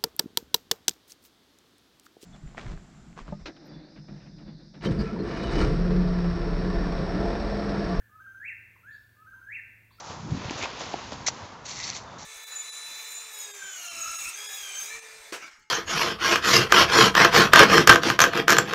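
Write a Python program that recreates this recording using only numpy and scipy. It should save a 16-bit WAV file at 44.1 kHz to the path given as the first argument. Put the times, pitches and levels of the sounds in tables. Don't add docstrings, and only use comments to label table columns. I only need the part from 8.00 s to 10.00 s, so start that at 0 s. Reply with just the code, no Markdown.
import sys
import numpy as np
from scipy import signal
from scipy.fft import rfft, irfft
from scipy.io import wavfile
from scipy.ndimage import uniform_filter1d

SR = 44100
rng = np.random.default_rng(int(sys.argv[2]) if len(sys.argv) > 2 else 0)


def transcribe(signal):
    frames = np.atleast_2d(signal).T
    limited = np.clip(frames, -1, 1)
    pcm = np.round(limited * 32767).astype(np.int16)
    wavfile.write(sys.argv[1], SR, pcm)


N = 88200

# t/s from its start, f/Hz, level/dB before the event level
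WHIP_CONTOUR = [(0, 1235, -26), (.009, 1340, -8.5), (.03, 1465, -4.5), (.047, 1630, 0.5), (.066, 1733, 4),
                (.084, 1796, -3), (.112, 1718, 2), (.124, 1705, 6.5), (.142, 1400, -30)]
POOR_CONTOUR = [(0, 1206, -24), (.03, 1236, -20), (.045, 1254, -14.5), (.07, 1297, -7.5), (.1, 1246, -12.5),
                (.114, 1545, -5.5), (.152, 1618, -12), (.17, 1560, -10.5), (.175, 1330, -3.5),
                (.181, 1564, -5.5), (.222, 1576, -7), (.253, 1580, -10.5), (.258, 1362, -3),
                (.264, 1547, -7), (.308, 1605, -6.5)]
WILL_CONTOUR = [(0, 1601, -14.5), (.026, 1709, -3.5), (.045, 1963, -5.5), (.062, 2315, 1.5),
                (.077, 2620, -5.5), (.085, 2755, 1.5), (.095, 2350, -0.5), (.104, 2058, 1.5),
                (.119, 1830, -9), (.134, 1785, -4.5), (.143, 1641, -37)]
CLUCK_CONTOUR = [(0, 1244, 1), (.005, 1090, -3), (.01, 970, -1.5), (.016, 789.6, -19)]
# (before 0 s, only what lasts is heard)
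WHIP_EVENTS = [(-.245, -46), (.828, -47.5), (1.98, -45)]
POOR_EVENTS = [(.092, -42.5), (1.16, -43.5)]
WILL_EVENTS = [(.398, -36.5), (1.467, -37)]
CLUCK_EVENTS = [(.757, -56.5), (1.906, -56.5)]
# multiple of the pitch, level/dB before the throat
HELD_OVERTONES = [(2, -30), (3, -40), (4, -29)]
SWEEP_OVERTONES = [(3, -37.5), (4, -36)]
# f/Hz, level/dB
THROAT_RESPONSE = [(2400, -1), (3200, -5), (3800, -8), (4400, -22), (5700, -13), (6250, 0), (6700, -4.5),
                   (7050, -3), (7500, -12), (8100, 0), (8500, -13), (9500, -30)]
# f/Hz, t60/s
TAIL_DECAY = [(800, 0.62), (1200, 0.43), (1400, 1.35), (1750, 0.93), (2500, 0.93), (3500, 1.22),
              (4600, 1.22), (8000, 0.68)]
# t/s from the start, f/Hz, level/dB before the event level
CHIRP_CONTOUR = [(0, 3028, 3), (.012, 4200, 0), (.024, 4680, 0), (.035, 4559, -0.5), (.044, 3576, 1),
                 (.056, 3150, -21), (.066, 5300, -3.5), (.08, 5500, -14)]
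HOOT_CONTOUR = [(0, 877.5, 0), (.04, 1041, 3.5), (.07, 1070, -6.5), (.1, 1012, -6)]
# t/s, level/dB added to the contour, before the direct and echo gains
CHIRP_EVENTS = [(0.907, -65), (1.902, -65)]
HOOT_EVENTS = [(1.335, -70)]
# f/Hz, rms level/dB
HUM_TONES = [(87, -74), (109.3, -67), (237, -89)]
# f/Hz, relative density level/dB per Hz
AIR_SPECTRUM = [(20, -24), (35, -21), (48, 1.5), (70, -3), (110, -1), (160, -7), (250, -9.5), (450, -15.5),
                (800, -20.5), (2500, -19.5), (3200, -24.5), (4300, -27), (5000, -29), (6500, -27.5),
                (9000, -27.5), (10300, -29), (11300, -25.5), (14000, -22.5), (15700, -23.5)]

WAVER_SHARE, WAVER_S, EDGE_S, GLIDE_S = .004, .004, 0.0042, 0.0051
FLUTTER_HZ, FLUTTER_SHARE, FLUTTER_DB, FLUTTER_AT_S, FLUTTER_SPAN_S = 101.1, 0.052, 1, 0.05476, 0.021
FIRST_ECHO_S, NEAR_T60_S, NEAR_DB, TAIL_DB = 0.0089, 0.27, -4, -5
ECHOES_PER_S = 2000
CLUCK_WET_DB, FAR_DIRECT_DB, FAR_WET_DB = -2, -5, 2
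HUM_WAVER_SHARE, HUM_WAVER_S = 0.078, .15
AIR_DB = -66.5
EDGE_HZ = 15850


def whip_poor_will():
    held = sing(WHIP_CONTOUR, WHIP_EVENTS, HELD_OVERTONES) + sing(POOR_CONTOUR, POOR_EVENTS, HELD_OVERTONES)
    song = held + sing(WILL_CONTOUR, WILL_EVENTS, SWEEP_OVERTONES, flutters=True)
    clucks = sing(CLUCK_CONTOUR, CLUCK_EVENTS)
    echoed = woods(song + amp(CLUCK_WET_DB) * clucks)
    return (song + clucks + echoed)[SR:]


def whistle(contour, overtones, flutters):
    at, hz, db = np.transpose(contour)
    t = np.arange(0, at[-1], 1 / SR)
    since = t - FLUTTER_AT_S
    flutter_window = np.exp(-(since / FLUTTER_SPAN_S) ** 4)
    flutter = flutters * np.cos(2 * np.pi * FLUTTER_HZ * since) * flutter_window
    glide = smooth(np.interp(t, at, hz), GLIDE_S)
    pitch = glide * (1 + WAVER_SHARE * drift(len(t), WAVER_S) + FLUTTER_SHARE * flutter)
    phase = 2 * np.pi * np.cumsum(pitch) / SR
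    tone = np.sin(phase)
    for multiple, over_db in overtones:
        k = round(multiple)
        through_throat = amp(over_db + read(THROAT_RESPONSE, k * pitch))
        tone = tone + through_throat * np.sin(k * phase)
    level = amp(np.interp(t, at, db) + FLUTTER_DB * flutter)
    fades = np.clip(np.minimum(t, t[-1] - t) / EDGE_S, 0, 1)
    return tone * level * fades


def sing(contour, events, overtones=(), flutters=False):
    track = np.zeros(N + SR)
    for start, db in events:
        add(track, start, amp(db) * whistle(contour, overtones, flutters))
    return track


def woods(x):
    t = np.arange(SR) / SR
    arrives = rng.random((2, SR)) < ECHOES_PER_S / SR
    taps = rng.standard_normal((2, SR)) * arrives * (t > FIRST_ECHO_S)
    near = taps[0] * amp(-60 * t / NEAR_T60_S)
    hz, at, bands = signal.stft(taps[1], SR, nperseg=256)
    decay = amp(-60 * at / read(TAIL_DECAY, hz)[:, None])
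    far = signal.istft(bands * decay, SR, nperseg=256)[1][:SR]
    echoes = amp(NEAR_DB) * near / np.linalg.norm(near) + amp(TAIL_DB) * far / np.linalg.norm(far)
    return signal.fftconvolve(x, echoes)[:len(x)]


def far_birds():
    calls = sing(CHIRP_CONTOUR, CHIRP_EVENTS) + sing(HOOT_CONTOUR, HOOT_EVENTS)
    return (amp(FAR_DIRECT_DB) * calls + amp(FAR_WET_DB) * woods(calls))[SR:]


def hum():
    t = np.arange(N) / SR
    total = np.zeros(N)
    for hz, db in HUM_TONES:
        tone = np.sin(2 * np.pi * (hz * t + rng.random()))
        waver = 1 + HUM_WAVER_SHARE * drift(N, HUM_WAVER_S)
        total += amp(db) * evened(tone * waver)
    return total


def air():
    hz = np.fft.rfftfreq(N, 1 / SR)
    shaped = rfft(rng.standard_normal(N)) * amp(read(AIR_SPECTRUM, hz))
    return amp(AIR_DB) * evened(irfft(shaped))


def amp(db):
    return 10 ** (np.asarray(db) / 20)


def evened(x):
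    return x / np.sqrt(np.mean(x ** 2) + 1e-20)


def read(points, hz):
    f, value = np.transpose(points)
    return np.interp(np.log(hz + 1), np.log(f + 1), value)


def smooth(x, seconds):
    return uniform_filter1d(x, max(1, round(seconds * SR)), mode="nearest")


def drift(size, seconds):
    hz = np.fft.rfftfreq(2 * N, 1 / SR)
    spectrum = rfft(rng.standard_normal(2 * N)) * np.exp(-(hz * seconds) ** 2)
    return evened(irfft(spectrum))[:size]


def add(track, start, sound):
    part = track[round((start + 1) * SR):][:len(sound)]
    part += sound[:len(part)]


def scene():
    return (whip_poor_will() + far_birds() + hum() + air())[None]


def record(dry):
    low_pass = signal.firwin(511, EDGE_HZ, window=("kaiser", 9), fs=SR)
    return signal.oaconvolve(dry, low_pass[None], "same")


dry = scene()
out = record(dry)
transcribe(out)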